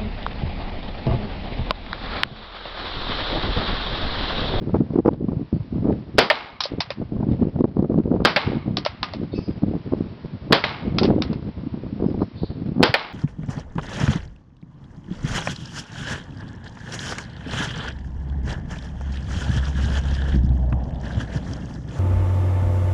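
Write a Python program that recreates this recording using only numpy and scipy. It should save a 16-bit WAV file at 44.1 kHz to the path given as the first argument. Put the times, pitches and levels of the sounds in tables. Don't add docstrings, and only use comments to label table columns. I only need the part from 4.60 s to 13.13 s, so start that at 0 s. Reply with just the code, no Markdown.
import sys
import numpy as np
from scipy import signal
from scipy.fft import rfft, irfft, next_fast_len
from scipy.io import wavfile
from scipy.ndimage import uniform_filter1d

SR = 44100
rng = np.random.default_rng(int(sys.argv[2]) if len(sys.argv) > 2 else 0)


def boost_factor(decibels):
    exponent = np.asarray(decibels, float) / 20
    return 10 ** exponent


def output_pcm(signal):
    pcm = np.clip(np.atleast_2d(signal).T, -1, 1) * 32767
    wavfile.write(sys.argv[1], SR, np.round(pcm).astype(np.int16))


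N = 376173


def unit(x):
    return x / np.sqrt(np.mean(x ** 2))


def peak(x, db):
    return x * boost_factor(db) / np.abs(x).max()


def curve(table):
    return np.interp(np.arange(N) / SR, *np.transpose(table))


def colour(x, table):
    hz, db = np.transpose(table)
    size = next_fast_len(len(x))
    bin_hz = np.arange(size // 2 + 1) * SR / size
    gain = boost_factor(np.interp(np.log(bin_hz + 1), np.log(hz), db))
    return irfft(rfft(x, size) * gain, size)[:len(x)]


def noise(n, table):
    return unit(colour(rng.standard_normal(n), table))


def fade(t, t60):
    return np.exp(-np.log(1000) * t / t60)


def add(out, s, x):
    i = max(int(s * SR), 0)
    out[i:i + len(x)] += x[:N - i]


def ring(t, modes, spread_db):
    out = np.zeros(len(t))
    for hz, width_hz, db in modes:
        gain = boost_factor(db + spread_db * rng.standard_normal())
        detune = 1 + 0.033 * rng.standard_normal()
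        out += gain * np.exp(-np.pi * width_hz * t) * np.sin(2 * np.pi * hz * t * detune)
    return out


# (time [s], level [dB])
HUSH_DB = [(0, -56), (1.4, -58), (3.4, -60.5), (5.3, -54), (7.2, -55.5), (8.53, -59)]
# (frequency [Hz], density [dB per Hz])
HUSH = [(180, -33), (300, -18.5), (343, -17.5), (673, -13), (733, -23.5), (881, -15.5), (1340, -21.5),
        (4020, -28.5), (5600, -30), (7280, -75), (12300, -120)]


def suburban_hush():
    return boost_factor(curve(HUSH_DB) + 4) * noise(N, HUSH)


# (time [s], length [s], start [Hz], end [Hz], level [dB])
NEAR_CHIRPS = [
    (4.714, 0.035, 3700, 3550, -51),
    (4.716, .04, 2200, 2250, -59),
    (4.718, .04, 4350, 4500, -48),
    (4.742, 0.05, 2600, 2600, -49),
    (4.742, 0.048, 5050, 5250, -49),
    (4.749, 0.04, 4550, 4850, -50),
    (4.775, .02, 5700, 5600, -54),
    (4.822, 0.05, 5000, 4870, -47.5),
]
# (time [s], length [s], start [Hz], end [Hz], level [dB])
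FAR_CHIRPS = [
    (0.922, 0.043, 4500, 4470, -64),
    (7.462, 0.04, 5300, 4900, -57),
    (7.592, 0.04, 3900, 4500, -57),
    (7.605, 0.04, 5000, 5400, -57),
    (7.751, 0.064, 3450, 3950, -54),
    (7.754, 0.06, 4550, 4250, -53),
    (7.808, 0.077, 3970, 3840, -53),
    (7.815, 0.06, 4500, 4400, -51),
]
NEAR_HOARSE_HZ, FAR_HOARSE_HZ, CHIRP_DB = 170, 290, -1.5


def sparrows():
    out = np.zeros(N)
    for calls, hoarse_hz in ((NEAR_CHIRPS, NEAR_HOARSE_HZ), (FAR_CHIRPS, FAR_HOARSE_HZ)):
        for s, length_s, start_hz, end_hz, db in calls:
            t = np.arange(int(length_s * SR)) / SR
            jitter = unit(uniform_filter1d(rng.standard_normal(SR // 8), size=40))
            wobble_hz = hoarse_hz * jitter[:len(t)]
            wobble_hz = wobble_hz - uniform_filter1d(wobble_hz, size=400)
            glide_hz = start_hz + (end_hz - start_hz) * t / length_s
            phase = 2 * np.pi * np.cumsum(glide_hz + wobble_hz) / SR
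            add(out, s, boost_factor(db + CHIRP_DB) * np.sin(np.pi * t / length_s) ** .5 * np.sin(phase))
    t = np.arange(SR // 2) / SR
    echo = boost_factor(-27) * rng.standard_normal(len(t)) * fade(t, .38)
    return out + signal.fftconvolve(out, echo)[:N]


# (frequency [Hz], density [dB per Hz])
EDGE = [(250, -27.5), (450, 12), (700, 7), (1100, -3), (2000, -24), (5000, -52)]


def turbulence():
    return noise(N, EDGE)


def eddy(grit, db, hz, edge_db, phase, cycles):
    t = np.arange(-600, 601) / SR
    thump = np.exp(-(t * hz / cycles) ** 2) * np.cos(2 * np.pi * hz * t + phase)
    crest = grit[rng.integers(N - len(t)):][:len(t)] * np.exp(-(t / 0.0033) ** 2)
    return boost_factor(db) * (thump + boost_factor(edge_db + 1.0) * crest)


# (time [s], level [dB])
GUST = [(0.0, -30), (0.62, -33), (0.97, -40), (1.28, -28.5), (1.92, -51), (2.73, -27.5), (3.06, -33.5),
        (3.47, -31), (3.68, -31), (4.11, -29.5), (4.3, -36), (5.32, -31), (5.63, -39), (6.58, -21.5),
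        (6.82, -34), (8.15, -32.5), (8.34, -35), (8.53, -52.5)]
# (frequency [Hz], density [dB per Hz])
RUMBLE = [(13, -41.5), (22, -12.5), (112, -0.5), (206, -1), (294, -5.5), (469, -15.5), (747, -27),
          (900, -36.5), (1170, -60.5), (1980, -120)]


def breeze(grit):
    patter = np.zeros(N)
    for u in rng.random((550, 4)):
        db, hz = -4 * np.log(u[1]), 70 * 4.0 ** u[2]
        add(patter, u[0] * N / SR, eddy(grit, db, hz, -23.5, 2 * np.pi * u[3], 0.83))
    flicker = boost_factor(6.06 * unit(uniform_filter1d(rng.standard_normal(N), size=1500)))
    rumble = unit(colour(rng.standard_normal(N), RUMBLE) * flicker)
    return boost_factor(curve(GUST)) * boost_factor(-1) * (unit(patter) + rumble)


def shed(grit, s, db, hz, edge_db, u):
    parts = [(s, eddy(grit, db - 2.0, hz, edge_db, 2 * np.pi * u[0, 0], 0.18 + 0.57 * u[0, 1]))]
    for a, b, c, d in u[1:]:
        lag_s = (0.004067 + .011 * a) * np.sign(b - .3)
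        small = eddy(grit, db - 9 - 9 * c, hz * 1.7 ** (2 * d - 1), edge_db, 40 * b, .5)
        parts.append((s + lag_s, small))
    return parts


# (time [s], peak [dB], pitch [Hz], sharp edge [dB])
EDDIES = [(0.146, -1.5, 243, -14), (0.158, -5.5, 318, -11.5), (0.207, -0.5, 237, -26), (0.36, -2, 311, -22),
          (0.389, 2, 307, -22.5), (0.461, 2, 269, -19.5), (0.481, 5.5, 343, -17), (0.93, -3.5, 210, -30),
          (1.256, -4.5, 258, -21.5), (1.297, -2, 321, -23.5), (2.185, -10, 229, -23), (2.824, -4, 265, -25),
          (3.009, 0.5, 288, -31), (3.043, 0.5, 272, -23.5), (3.194, -4, 189, -21),
          (3.387, -0.5, 290, -29.5), (3.517, -1.5, 265, -23.5), (3.542, -4, 332, -28.5),
          (4.79, -6, 208, -20.5), (4.894, -8, 264, -46), (5.036, -1.5, 210, -25.5), (5.336, -4, 298, -18),
          (5.409, -5, 234, -27), (5.649, -13, 187, -30), (5.911, -2, 256, -18.5), (6.505, 2, 335, -29.5),
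          (7.443, -5, 290, -22.5), (7.62, -2.5, 260, -17), (7.835, -3.5, 195, -25), (8.206, 3, 255, -21)]
# (start [s], length [s], peak [dB], spacing [s])
FLURRIES = [(0.074, 0.16, -11, 0.029), (0.308, 0.076, -11, .04), (0.514, 0.018, -13, 0.015),
            (.61, 0.035, -9.5, 0.017), (0.687, .14, -11, 0.026), (0.948, 0.023, -12, 0.018),
            (1.128, 0.18, -11.5, .025), (1.269, 0.067, -10, 0.011), (1.554, 0.0049, -13, 0.019),
            (2.12, 0.034, -13, 0.019), (2.402, 0.022, -11.5, .012), (2.523, 0.059, -11, 0.015),
            (2.609, 0.12, -7.5, 0.028), (2.798, 0.078, -10.5, 0.019), (2.962, 0.038, -10, 0.023),
            (3.17, 0.084, -6.5, 0.025), (3.3, 0.11, -6, .02), (3.458, 0.18, -6, 0.028),
            (3.877, 0.096, -9, 0.019), (4.062, 0.12, -11.5, .025), (4.549, 0.1, -15, 0.024),
            (4.74, 0.022, -13.5, 0.022), (5.066, 0.097, -12.5, 0.022), (6.324, 0.056, -16, .03),
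            (6.415, 0.097, -3.5, .015), (6.513, 0.11, -9, .018), (6.663, .13, -13, 0.034),
            (7.037, .31, -14, .047), (7.402, 0.24, -9, 0.03), (8.022, 0.19, -11.5, 0.055)]
SHED_HZ, SHED_HZ_PER_DB, SHED_SCATTER_DB = 290, 6, 2
EDGE_DB, EDGE_PER_DB, EDGE_SCATTER_DB = -22.5, 0.45, 9
ROAR_DB, ROAR_FADE_S = -20, .025


def wind(grit):
    out, swell, t = np.zeros(N), np.zeros(N), np.arange(N) / SR
    parts = []
    for row in EDDIES:
        parts += shed(grit, *row, rng.random((4, 4)))
    for start, length, db, spacing in FLURRIES:
        z, u = rng.standard_normal(size=(7, 3)), rng.random(size=(7, 3, 4))
        uneven = .6 * (u[:, 0, 2] - .5) * (np.arange(7) > 0)
        times = spacing * (np.arange(7) + uneven)
        size_db = db + SHED_SCATTER_DB * z[:, 0]
        hz = np.clip(SHED_HZ + SHED_HZ_PER_DB * size_db, 120, 400) * 1.192 ** z[:, 1]
        edge_db = EDGE_DB + EDGE_PER_DB * size_db + EDGE_SCATTER_DB * np.tanh(z[:, 2])
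        lull_db = 3000 * np.maximum(times - length, 0)
        for k in range(len(times)):
            parts += shed(grit, start + times[k], size_db[k] - lull_db[k], hz[k], edge_db[k], u[k])
        end = start + length
        gate = np.interp(t, [start - ROAR_FADE_S, start, end, end + ROAR_FADE_S], [0, 1, 1, 0])
        swell += boost_factor(db + ROAR_DB) * min(0.026 / spacing, 1) ** 2 * gate
    for s, x in parts:
        add(out, s - 600 / SR, x)
    return out + swell * (noise(N, RUMBLE) + boost_factor(-22) * grit)


# (time [s], peak [dB])
SNAPS = [(0.156, -43), (0.389, -38), (0.4615, -31), (0.4755, -36), (0.483, -33), (3.0071, -36),
         (3.0425, -39), (3.1911, -41), (3.2064, -39), (3.2251, -42), (3.3856, -41), (5.0315, -41),
         (7.6254, -40.5)]


def membrane_snaps():
    out, t = np.zeros(N), np.arange(-100, 100) / SR
    for s, db in SNAPS:
        add(out, s - .0023, boost_factor(db) * rng.standard_normal(len(t)) * np.exp(-(t / 0.0004) ** 2))
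    return out


# (frequency [Hz], density [dB per Hz])
ECHO = [(88, -60.5), (150, -36.5), (226, -9.5), (604, -7.5), (693, -1), (1010, -2), (1110, -1), (1330, -3),
        (4010, -8), (5600, -15), (7280, -60), (12300, -120)]
# (frequency [Hz], width [Hz], level [dB])
HOLLOWS = [(890, 420, 7), (1340, 600, -6.5), (2080, 90, -4)]


def yard(x, early_db, early_t60, late_db, late_t60):
    t = np.arange(SR) / SR
    hiss = noise(SR, ECHO)
    dull = signal.sosfiltfilt(signal.butter(1, 1800, fs=SR, output="sos"), hiss)
    hiss = dull + (hiss - dull) * fade(t, 2.2)
    boom = unit(signal.fftconvolve(rng.standard_normal(SR), ring(t[:2000], HOLLOWS, 1.3))[:SR])
    grainy = boost_factor(1.6 * unit(uniform_filter1d(rng.standard_normal(SR), size=90)))
    early = hiss * boost_factor(early_db) * fade(t, early_t60)
    late = (hiss + boost_factor(-6.5) * boom) * boost_factor(late_db) * fade(t, late_t60)
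    onset = np.clip(t / 0.0022, 0, 1)
    return signal.fftconvolve(x, (early + late) * grainy * onset)[:N]


# (time [s], peak [dB], knock [dB], knock [Hz], clack [dB])
PUMP = [(2.0056, -3.5, -23.5, 1055, -17.5), (2.0374, -11, -39, 873, -20), (2.0553, -17, -8, 618, -19),
        (2.2051, -6.5, -19, 695, -14.5), (2.3051, -15, -9, 550, -10), (4.1706, -7.5, -21, 737, -15),
        (4.251, -7.5, -26, 685, -24), (4.2621, -5.5, -11.5, 576, -14.5), (4.4304, -1.5, -31, 1080, -17),
        (4.5365, -21.5, -8, 590, -13), (6.3855, -3.5, -26, 636, -11.5), (6.4329, -11, -14.5, 880, -18.5),
        (6.4527, -18.5, -2.5, 475, -12), (6.6218, -7, -30, 460, -15.5), (6.7307, -24.5, -11, 592, -10.5)]
# (frequency [Hz], density [dB per Hz])
CLACK = [(500, -27.5), (900, 4), (1500, -3.5), (2700, 2), (3600, -21.5)]
# (frequency [Hz], density [dB per Hz])
TICK = [(2000, -27.5), (3200, 0.5), (4000, 2.5), (5000, 4.5), (7000, -5.5)]
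# (frequency [Hz], width [Hz], level [dB])
STEEL = [(1250, 14, -13), (2630, 60, -8), (3700, 200, 0), (4650, 250, 1.5)]
RATTLE_T60_S = 0.097


def pump():
    out, kick, t = np.zeros(N), np.zeros(N), np.arange(SR // 6) / SR
    rise = np.clip(t / 0.0024, 0, 1)
    shake = rise * (fade(t, 0.007) + boost_factor(-22) * fade(t, RATTLE_T60_S))
    for s, db, knock_db, knock_hz, clack_db in PUMP:
        tick = unit(colour(rng.standard_normal(len(t)) ** 3, TICK)) * shake
        clack = unit(colour(rng.standard_normal(len(t)) ** 3, CLACK)) * shake
        steel = rise * ring(t, STEEL, 3)
        knock = rise * ring(t, [(knock_hz, 70, 0), (1.6 * knock_hz, 120, -5)], 1.2)
        metal = peak(tick, 0) + peak(clack, clack_db + 3.5) + peak(steel, -27.5)
        add(out, s - .001, boost_factor(db + 6) * metal + peak(knock, db + knock_db + 7))
        add(kick, s, boost_factor([db]))
    return out + yard(kick, -31, 0.06, -34.5, 0.6)


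# (time [s], peak [dB], spatter [dB], echo [dB])
SMACKS = [
    (1.701, 0.5, -6, 1.5),
    (3.762, -1.5, -4.5, 2.5),
    (6.039, -7.5, -5, 1.5),
    (8.341, 1.5, -9.5, 1.5),
]
# (frequency [Hz], width [Hz], level [dB])
TARGET = [(607, 29, -16), (800, 56, -7), (1760, 56, -0.5), (2140, 290, 10), (2724, 150, -12.5),
          (4500, 370, 5)]
# (frequency [Hz], density [dB per Hz])
SPATTER = [(180, -53), (300, -30.5), (567, 6.5), (1020, -5.5), (1530, -6), (3230, -9), (5080, -17.5),
           (5600, -31.5), (7280, -62), (12300, -120)]


def target():
    out, kick, t = np.zeros(N), np.zeros(N), np.arange(SR // 5) / SR
    for s, db, spatter_db, echo_db in SMACKS:
        spatter = noise(len(t), SPATTER) * fade(t, 0.069) * np.clip(t / 0.012, 0, 1)
        blows = rng.standard_normal(len(t)) ** 3 * fade(t, .03) * boost_factor(-30)
        blows[0] = 1
        body = signal.fftconvolve(blows, ring(t, TARGET, 0.9))[:len(t)]
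        add(out, s, peak(body, db - 0.5) + boost_factor(db + spatter_db + 2.0) * spatter)
        add(kick, s, boost_factor([echo_db]))
    thin = signal.sosfilt(signal.butter(2, 420, "high", fs=SR, output="sos"), out)
    return thin + yard(kick, -21.5, 0.029, -28.0, 0.76)


# (time [s], peak [dB], echo [dB])
SHOTS = [
    (1.582, -0.5, -1),
    (3.649, -4.5, 0),
    (5.923, -3, 1),
    (8.228, -3, -6),
]
# (frequency [Hz], density [dB per Hz])
BLAST = [(71, -25.5), (120, -7), (471, -1.5), (704, -5.5), (1380, -6.5), (2800, -15), (3090, -10),
         (4060, -15), (5000, -11), (5600, -20.5), (7280, -51), (12300, -120)]
PUFFS = [(0, -2.5), (.0055, 6), (.0105, -15)]
PUSH_HZ, PUSH_DB, PUSH_T60_S = 265, -6.5, 0.028


def marker():
    out, kick, t = np.zeros(N), np.zeros(N), np.arange(SR // 5) / SR
    puffs = sum(boost_factor(g) * (t >= d) * fade(np.abs(t - d), 0.0082) for d, g in PUFFS)
    valve = boost_factor(-10.5) * fade(t, 0.27) * np.exp(-(t / 0.14) ** 4)
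    push = fade(t, PUSH_T60_S) * np.sin(2 * np.pi * PUSH_HZ * t)
    for s, db, echo_db in SHOTS:
        add(out, s + .0009, boost_factor(db + 1.0) * noise(len(t), BLAST) * (puffs + valve))
        add(out, s + .003, boost_factor(db + PUSH_DB) * push)
        hammer = rng.standard_normal(len(t)) * (t < .007)
        add(out, s - .0055, boost_factor(db - 32.5) * hammer)
        add(kick, s, boost_factor([echo_db]))
    return out + yard(kick, -22.0, 0.32, -25, 0.29)


def duck(loud, start, depth_db, back_s):
    keep = np.exp(-1 / (back_s * SR))
    over = signal.lfilter([1], [1, -keep], np.maximum(np.abs(loud) - start, 0))
    return boost_factor(-depth_db * np.tanh(over / 8))


def scene():
    grit = turbulence()
    near = marker() + target() + pump()
    gusts = wind(grit) + breeze(grit) * duck(near, 0.37, 5.5, 0.11)
    gusts = .76 * np.tanh(gusts / .76) + membrane_snaps()
    hush = suburban_hush() * duck(near + gusts, 0.45, 12, 0.11)
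    return (near + gusts + sparrows() + hush)[None]


def roll_off(x):
    return signal.sosfilt(signal.butter(12, 16470, fs=SR, output="sos"), x)


TOP_HZ = 5470
COARSE = 4


def record(dry):
    opening = np.clip(np.arange(N) / (.03 * SR), 0, 1)
    x = np.clip(dry * opening, -.9, .9)
    x = signal.sosfilt(signal.butter(1, 30, "high", fs=SR, output="sos"), x)
    x = signal.sosfiltfilt(signal.butter(6, TOP_HZ, fs=SR, output="sos"), x)
    x = COARSE * x * (np.arange(N) % COARSE == 0)
    x = signal.sosfiltfilt(signal.cheby2(8, 40, 6680, fs=SR, output="sos"), x)
    x = x - 0.034 * x ** 5
    return roll_off(np.clip(x, -.72, .72))


dry = scene()
out = record(dry)
output_pcm(out)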